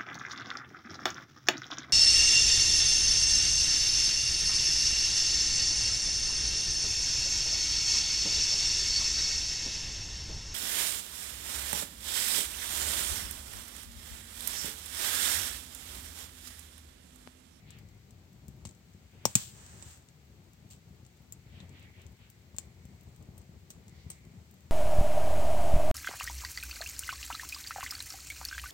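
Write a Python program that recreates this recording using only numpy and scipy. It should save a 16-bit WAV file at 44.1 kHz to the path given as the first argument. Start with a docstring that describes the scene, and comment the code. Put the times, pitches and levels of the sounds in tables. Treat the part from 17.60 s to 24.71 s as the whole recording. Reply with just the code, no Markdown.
"""A small wood fire burns on the ground at night, a few metres from a stereo microphone.
From the start, flames flutter with a low rumble over a faint hiss, embers tick and steam sings softly.
Near 1.7 s two steam pockets burst in the wood, very loud, and steam spits out after them.
Smaller pops follow, with soft jets of steam from 4 s and a loud, dry pop near 5 s; the fire burns on.
Every pop scatters off the ground and comes back from the trees."""
import sys
import numpy as np
from scipy import signal
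from scipy.fft import rfft, irfft, next_fast_len
from scipy.io import wavfile
from scipy.ndimage import uniform_filter1d

SR = 44100
rng = np.random.default_rng(int(sys.argv[2]) if len(sys.argv) > 2 else 0)


def transcribe(signal):
    """Save signal, clipped to [-1, 1], as a 16-bit WAV file at the path in sys.argv[1]."""
    frames = np.atleast_2d(signal).T
    limited = np.clip(frames, -1, 1)
    pcm = np.round(limited * 32767).astype(np.int16)
    wavfile.write(sys.argv[1], SR, pcm)


N = 313551
T = np.arange(N) / SR
RIGHT_LAG = int(0.00022 * SR)  # samples; the right microphone lies further from the fire


def undb(db):
    """Decibels to gain."""
    return 10 ** (np.asarray(db) / 20)


def unit(x):
    """Scale to a mean energy of one per channel."""
    return x / np.sqrt(np.mean(np.sum(x ** 2, axis=-1)))


def level(x, db):
    """Scale to an rms level."""
    return x * undb(db) / np.sqrt(np.mean(x ** 2))


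def pan(db):
    """Constant-power gains for a balance of left minus right."""
    gains = undb([[db / 2], [-db / 2]])
    return gains / np.sqrt(np.mean(gains ** 2))


def curve_db(points, size):
    """An EQ curve read at the bins of a transform."""
    hz, db = np.transpose(points)
    return np.interp(np.log(np.arange(size // 2 + 1) * SR / size + 1), np.log(hz), db)


def colour(x, points):
    """Shape a noise with an EQ curve."""
    size = x.shape[-1]
    return irfft(rfft(x) * undb(curve_db(points, size)), size)


def bump(hz, width_hz, size):
    """A resonance of height one at the bins of a transform."""
    return 1 / (1 + (2 * (np.arange(size // 2 + 1) * SR / size - hz) / width_hz) ** 2)


def response(db):
    """A minimum-phase hit of unit energy with this spectrum."""
    cepstrum = irfft(np.log(undb(db)))
    cepstrum[1:] *= 2
    cepstrum[len(cepstrum) // 2:] = 0
    return unit(irfft(np.exp(rfft(cepstrum))))


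def add(out, s, sound):
    """Mix a sound in at a time."""
    i = int(np.clip(s * SR, 0, N - 1))
    out[:, i:i + sound.shape[-1]] += sound[..., :N - i]


def walk(rate):
    """Random modulation of unit spread: values held 1 / rate s and slewed twice."""
    hold = int(SR / rate)
    steps = np.repeat(rng.standard_normal(N // hold + 1), hold)
    smooth = uniform_filter1d(uniform_filter1d(steps, hold), hold)[:N]
    return smooth / smooth.std()


def swell(middle_s, half_s):
    """A smooth rise and fall around a moment."""
    return np.exp(-((T - middle_s) / half_s) ** 2)


def envelope(t, start_s, rise_s, end_s, db_per_s):
    """Rise from the start, hold until the end, then die away."""
    return np.clip((t - start_s) / rise_s, 0, 1) * undb(-db_per_s * np.maximum(t - end_s, 0))


def faint_hiss(level_db=-67, pan_db=3.0, band_hz=2200, band_width_hz=1500, band_shift_db=-4):
    """A steady faint hiss, leaning left except for one band near the middle."""
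    # tone of the faint hiss as the microphone colours it (frequency [Hz], gain [dB])
    hiss_eq = [(700, -18), (1200, -4), (1750, -3), (2150, -0.5), (2600, -3), (3600, -5), (4300, -4),
               (5500, -7.5), (7660, -6), (9300, -16), (10700, -19), (12500, -13), (14700, -10.5),
               (16000, -12.5)]
    hiss = rfft(colour(rng.standard_normal((2, N)), hiss_eq))
    lean_db = pan_db + band_shift_db * bump(band_hz, band_width_hz, N)
    return level(irfft(hiss * undb([lean_db / 2, -lean_db / 2]), N), level_db)


def singing(pitch_hz=2120, waver_hz=40, half_width_hz=230, flutter_db=2.0, pan_db=-2):
    """A narrow jet of steam sings faintly in one crack, unsteady in pitch."""
    # swells of the jet (centre time [s], half length [s], level [dB])
    spells = [(0.17, 0.24, -71), (4.156, 0.3, -67.5), (5.155, 0.51, -75), (6.52, 0.24, -69)]
    flow = sum(undb(db) * swell(s, half_s) for s, half_s, db in spells)
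    narrow = signal.butter(2, half_width_hz, fs=SR, output="sos")
    eddies = signal.sosfilt(narrow, rng.standard_normal((2, N)) + 1j * rng.standard_normal((2, N)))
    cycles = np.cumsum(pitch_hz + waver_hz * walk(12)) / SR
    tone = np.real(eddies * np.exp(2j * np.pi * cycles))
    return level(tone, 0) * flow * undb(flutter_db * walk(17)) * pan(pan_db)


def steam(relative_width=1.3, flutter_db=1.2):
    """Steam escapes through narrow cracks in short soft jets."""
    # jets of steam (centre time [s], half length [s], level [dB], band centre [Hz])
    jets = [(0.116, 0.045, -61, 3080), (0.167, 0.043, -62.5, 2430), (1.64, 0.15, -65.5, 2500),
            (3.985, 0.086, -61.5, 2830), (4.19, 0.074, -60.5, 2840), (4.397, 0.065, -63.5, 2650),
            (4.64, 0.052, -64, 2630), (6.42, 0.12, -69, 4220)]
    out, size = np.zeros((2, N)), next_fast_len(N)
    for s, half_s, db, hz in jets:
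        band = bump(hz, relative_width * hz, size) ** 2
        jet = irfft(rfft(rng.standard_normal((2, size))) * band, size)[:, :N]
        out += level(jet, db) * swell(s, half_s)
    return out * undb(flutter_db * walk(40))


def spits(rise_s=0.0057, grain_db=6.5, sputter_db=0.26, pan_db=3):
    """Steam under pressure spits from an opened pocket: a bright gritty jet that holds and runs out."""
    # spurts of steam (time [s], length [s], level [dB], decay [dB/s])
    spurts = [(1.675, 0.027, -52, 140), (1.76, 0.057, -43, 144), (2.25, 0.075, -57, 239.5),
              (3.099, 0.028, -54, 380)]
    # tone of a spit (frequency [Hz], gain [dB])
    spit_eq = [(800, -19), (1900, -15), (2500, -10.5), (3200, -5.5), (5000, -7), (6300, -6.5), (7500, 1.5),
               (8700, -4.5), (9700, -17), (10700, -31.5), (11700, -14), (15500, -11)]
    flow = sum(undb(db) * envelope(T, s, rise_s, s + length_s, fall) for s, length_s, db, fall in spurts)
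    jet = colour(rng.standard_normal((2, N)) * undb(grain_db * rng.standard_normal(N)), spit_eq)
    return level(jet, 0) * flow * undb(sputter_db * walk(90)) * pan(pan_db)


def flames(flicker_db=2, puff_db=1.0, puffs_per_s=18, rush_hz=400, rest_db=-55, wide_hz=600, pan_db=4.5):
    """Unsteady burning puffs and rumbles under a steadier rush; single tongues of flame flap."""
    # tone of the burning (frequency [Hz], gain [dB])
    rumble_eq = [(20, -50.5), (31, -31), (42, -21.5), (56, -3), (80, 3), (125, -1), (200, -5.5),
                 (285, -15.5), (360, -13.5), (500, -20.5), (800, -23), (1200, -30.5), (1700, -39),
                 (3300, -68.5)]
    # how strongly the fire draws (time [s], rumble level [dB])
    draw = [(0, -57), (0.15, -51.5), (0.42, -54), (1.0, -52), (1.25, -57), (2.3, -53.5), (2.5, -59.5),
            (2.65, -56), (3.35, -53.5), (3.52, -58), (3.95, -49.5), (4.27, -57), (4.47, -53.5),
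            (4.68, -58.5), (5.15, -52.5), (5.7, -53), (6.5, -53.5), (7.1, -56.5)]
    # tone of one flap (frequency [Hz], gain [dB])
    flap_eq = [(25, -41), (60, -1), (110, 1.5), (190, -2), (300, -17.5), (600, -27), (1500, -64)]
    # tongues of flame; the row at 0.886 s is the deep boom under the pop just before it (time [s], relative
    # energy [dB])
    flaps = [(0.166, -25), (0.247, -25), (0.708, -40), (0.886, -17), (1.348, -20), (3.309, -25),
             (3.431, -21), (3.605, -25), (3.864, -21), (3.976, -24), (4.944, -19.5), (5.253, -17),
             (5.473, -21.5), (5.688, -16), (5.893, -19), (6.325, -20.5), (6.464, -20.5), (6.67, -20),
             (6.742, -21)]
    common, own = rng.standard_normal(N), rng.standard_normal((2, N))
    hz = np.arange(N // 2 + 1) * SR / N
    width = hz ** 2 / (hz ** 2 + wide_hz ** 2)  # mono lows, wide highs
    noise = irfft(rfft(common) * np.sqrt(1 - width) + rfft(own) * np.sqrt(width), N)
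    roar = level(colour(noise * undb(flicker_db * walk(45)), rumble_eq), db=-0.04)
    bass = irfft(rfft(roar) * np.exp(-(hz / rush_hz) ** 2), N)
    draw_db = np.interp(T, *np.transpose(draw))
    rumble = bass * undb(draw_db + puff_db * walk(puffs_per_s))
    rush = (roar - bass) * undb((draw_db + rest_db) / 2)  # follows the draw half as far
    out = rumble + rush
    flap = response(curve_db(flap_eq, size=4096))
    for s, db in flaps:
        add(out, s, undb(db - 1) * flap)
    return out * pan(pan_db)


def crack(ring_hz, ring_db, top_db, scatter_db, ring_width_hz=1000, grain_db=3):
    """Fibres snap and a splinter rings for a millisecond; logs and ground scatter the click."""
    # tone of the crack as the microphone colours it (frequency [Hz], gain [dB])
    crack_eq = [(40, -52), (300, -21), (1500, -16), (2200, -10.5), (3000, -7.5), (5000, -8.5), (7500, 1.5),
                (8700, -3.5), (10000, -15.5), (10800, -19), (12500, -10), (15500, -11)]
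    # thin fibres part faster, which lifts the top treble
    sharpness = curve_db([(8000, 0.0012), (12000, top_db)], size=512)
    ring = ring_db * bump(ring_hz, ring_width_hz, size=512)
    snap = response(curve_db(crack_eq, size=512) + sharpness + ring)
    t = np.arange(4096) / SR
    early = np.exp(-t / 0.0059)
    bounce = 0.18 * np.exp(-((t - 0.0023) / 0.00077) ** 2)
    tail = 0.35 * np.exp(-t / .009)
    attack = 1 - np.exp(-t / .0005)
    grains = rng.standard_normal((2, len(t))) * undb(grain_db * rng.standard_normal(len(t)))
    paths = undb(scatter_db) * unit(grains * (early + bounce + tail) * attack)
    paths[0, 0] += 1  # the direct sound, left first
    paths[1, RIGHT_LAG] += 1
    return signal.fftconvolve(paths, snap[None], axes=1)


def tick(top_db, pan_db=7):
    """One tiny crack from the glowing bed."""
    return pan(pan_db) * crack(ring_hz=7400, ring_db=3, top_db=top_db, scatter_db=-4)


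def embers(count=90, faintest_db=-53, range_db=9, dullest_db=-6, top_range_db=20):
    """The glowing bed ticks: clearly at set times, faintly at random in between."""
    # the clearest ticks (time [s], direct energy [dB], top treble [dB])
    clear_ticks = [(0.288, -40, -4), (0.5085, -35, -2), (0.73, -43, 12), (0.9664, -44, 22),
                   (1.111, -36, -10), (1.15, -41, -2), (1.338, -42, -16), (1.6944, -37, -17),
                   (2.0642, -30, -2), (2.3747, -36, 7), (2.4876, -34, -11), (2.9337, -37, 6),
                   (3.4508, -38, -19), (3.4645, -36, -3.5), (4.0938, -36.5, -6), (4.196, -39, 7),
                   (4.2276, -40.5, 6), (4.4178, -36.5, 4), (5.2536, -35.5, 5), (5.4103, -38, 4),
                   (5.4336, -39, 16), (5.5625, -37, 5), (5.626, -38, 4), (5.8168, -39, -5),
                   (6.2817, -33.5, -1), (6.2952, -38, -10), (6.6517, -40, 2), (6.912, -34.5, 13),
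                   (6.9417, -37, 16), (7.007, -40, 8)]
    out = np.zeros((2, N))
    for s, db, top_db in clear_ticks:
        add(out, s, undb(db) * tick(top_db))
    for when, size, sharpness in rng.random((count, 3)):
        gain = undb(faintest_db + range_db * size ** 2)
        add(out, when * N / SR, gain * tick(dullest_db + top_range_db * sharpness))
    return out


def scattered(sound, spread_db, spread_s):
    """A sound followed by its faint returns from the ground and the stones around the fire."""
    t = T[:sound.shape[-1]]
    paths = unit(rng.standard_normal((2, len(t))) * np.exp(-t / spread_s))
    return sound + undb(spread_db) * signal.fftconvolve(sound, paths, axes=1)[:, :len(t)]


def trees(send, far_db=-20, grain_db=5.0, dull_s=.25, pan_db=-1.0):
    """The undergrowth answers a pop at once, the far edge of the wood late; long paths return duller."""
    # tone of the echo (frequency [Hz], gain [dB])
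    echo_eq = [(200, -16), (1000, -11), (1900, -10.5), (2800, -10), (5200, -8), (7700, 1.5), (8800, -3.5),
               (10000, -23.5), (10800, -29), (12500, -16), (15500, -12.5)]
    t = T[:SR]
    undergrowth = envelope(t, start_s=0.0027, rise_s=0.0077, end_s=0.0104, db_per_s=230.5)
    far_edge = undb(far_db) * envelope(t, start_s=0.17, rise_s=0.052, end_s=0.58, db_per_s=149)
    grains = rng.standard_normal((2, SR)) * undb(grain_db * rng.standard_normal((2, SR)))
    bright = colour(grains, echo_eq)
    dull = colour(bright, [(1750, 6), (3500, 0), (10500, -3)])
    distance = np.clip(t / dull_s, 0, 1)
    returns = (1 - distance) * unit(bright) + distance * unit(dull)
    echo = unit(returns * (undergrowth + far_edge))
    return pan(pan_db) * signal.fftconvolve(send, echo, axes=1)[:, :N]


def pops(low_pan_db=5, thump_lag_s=.0015):
    """Steam pockets burst: each a crack and a knock of the log, with a low booming thump under it."""
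    # bursts (time [s], direct crack energy [dB], ring [Hz], ring boost [dB], top treble [dB],
    # depth in the pile [0-1], knock over crack [dB], thump over crack [dB], left minus right [dB])
    bursts = [(0.106, -28.5, 7900, 4, -2, 0.2, -27, -19, 10), (0.187, -36, 4800, 12, 8, 0.52, -10, -14, 5),
              (0.8822, -28.5, 7560, 6.8, 10, 0.28, -13, 15.5, 11),
              (1.0522, -24, 3630, 4.5, -10, 0.83, -1, 7, 5), (1.0714, -28.5, 7500, 3.5, -12, .3, -13, 7, 4),
              (1.0917, -30.5, 7600, 5, -10, 0.18, -22, -10, 8),
              (1.6541, 3, 5550, 13.5, 2, 0.2, -2, -9.5, 6),
              (1.7540, 7.5, 7070, 8.5, -0.5, 0.25, -24, -7.5, 1.5),
              (2.2252, -21, 7700, 9.8, -13, 0.2, -13, -32, -12),
              (3.724, -17, 7320, 16, 12, 0.028, -30.5, -26, 7),
              (4.003, -30.5, 3690, 20, -32, .4, -5.5, 8, 5),
              (4.4661, -34, 6470, 5.7, -3, 0.23, -25, -11, 13.5),
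              (4.701, -31, 8500, 3, 11.5, 0.36, -22, -24, 7.5),
              (4.946, -46.5, 5000, 3, -10, 0.32, 11, 18, 5), (4.9645, -30, 7500, 9, 4, 0.45, -30, -23, 3.5),
              (4.9847, -8, 7330, 10.3, -2.5, 0.082, -20, -20.5, 11),
              (5.779, -32, 8700, 10, 13, 0.72, -26.5, -19.5, 5),
              (6.1037, -25.5, 6100, 4.7, 2.5, 0.79, -15, -6, 4),
              (6.502, -18.5, 8330, 14.5, 3.5, 0.73, -13.5, -8, 4),
              (6.5163, -27.5, 8000, 7.4, -4, 0.35, -14, -23, -6)]
    # body of the log (frequency [Hz], gain [dB])
    knock_eq = [(30, -33), (120, -15.5), (230, -7), (295, -14.5), (350, -4.5), (440, -6.5), (550, 1),
                (740, -5.5), (890, 0.5), (1150, -4.5), (1500, -18.5), (3000, -46)]
    # tone of the low thump, the microphone's bass response ringing (frequency [Hz], gain [dB])
    thump_eq = [(25, -40), (50, -18.5), (85, -5.5), (120, 6), (155, 0), (195, 3), (255, -5.5), (305, -32),
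                (360, -15.5), (500, -34.5), (1500, -61.5)]
    out, send = np.zeros((2, N)), np.zeros((2, N))
    knock, thump = (response(curve_db(eq, size=4096)) for eq in (knock_eq, thump_eq))
    knock = scattered(np.stack([knock, np.roll(knock, RIGHT_LAG)]), spread_db=-17.5, spread_s=0.0257)
    thump = scattered(thump[None], spread_db=-20, spread_s=0.038)
    for s, db, ring_hz, ring_db, top_db, depth, knock_db, thump_db, pan_db in bursts:
        # deeper in the pile means more scatter and more echo
        scatter_db = np.interp(depth, (0, 1), (-5.5, 7.7))
        echo_db = np.interp(depth, (0, 1), (-18.5, -0.5))
        add(out, s, undb(db) * pan(pan_db) * crack(ring_hz, ring_db, top_db, scatter_db))
        add(out, s, undb(db + knock_db) * pan(low_pan_db) * knock)
        add(out, s + thump_lag_s, undb(db + thump_db) * pan(low_pan_db) * thump)
        add(send, s, undb([db + echo_db]))  # one impulse excites the echo
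    return out + trees(send)


def scene():
    """The fire and the night around it."""
    return pops() + embers() + flames() + spits() + steam() + singing() + faint_hiss()


def record(dry):
    """Clip at full scale, then cut the top steeply at 16 kHz."""
    high_cut = signal.ellip(10, .2, 70, 16000, fs=SR, output="sos")
    return signal.sosfilt(high_cut, np.clip(dry, -1, 1))


dry = scene()
out = record(dry)
transcribe(out)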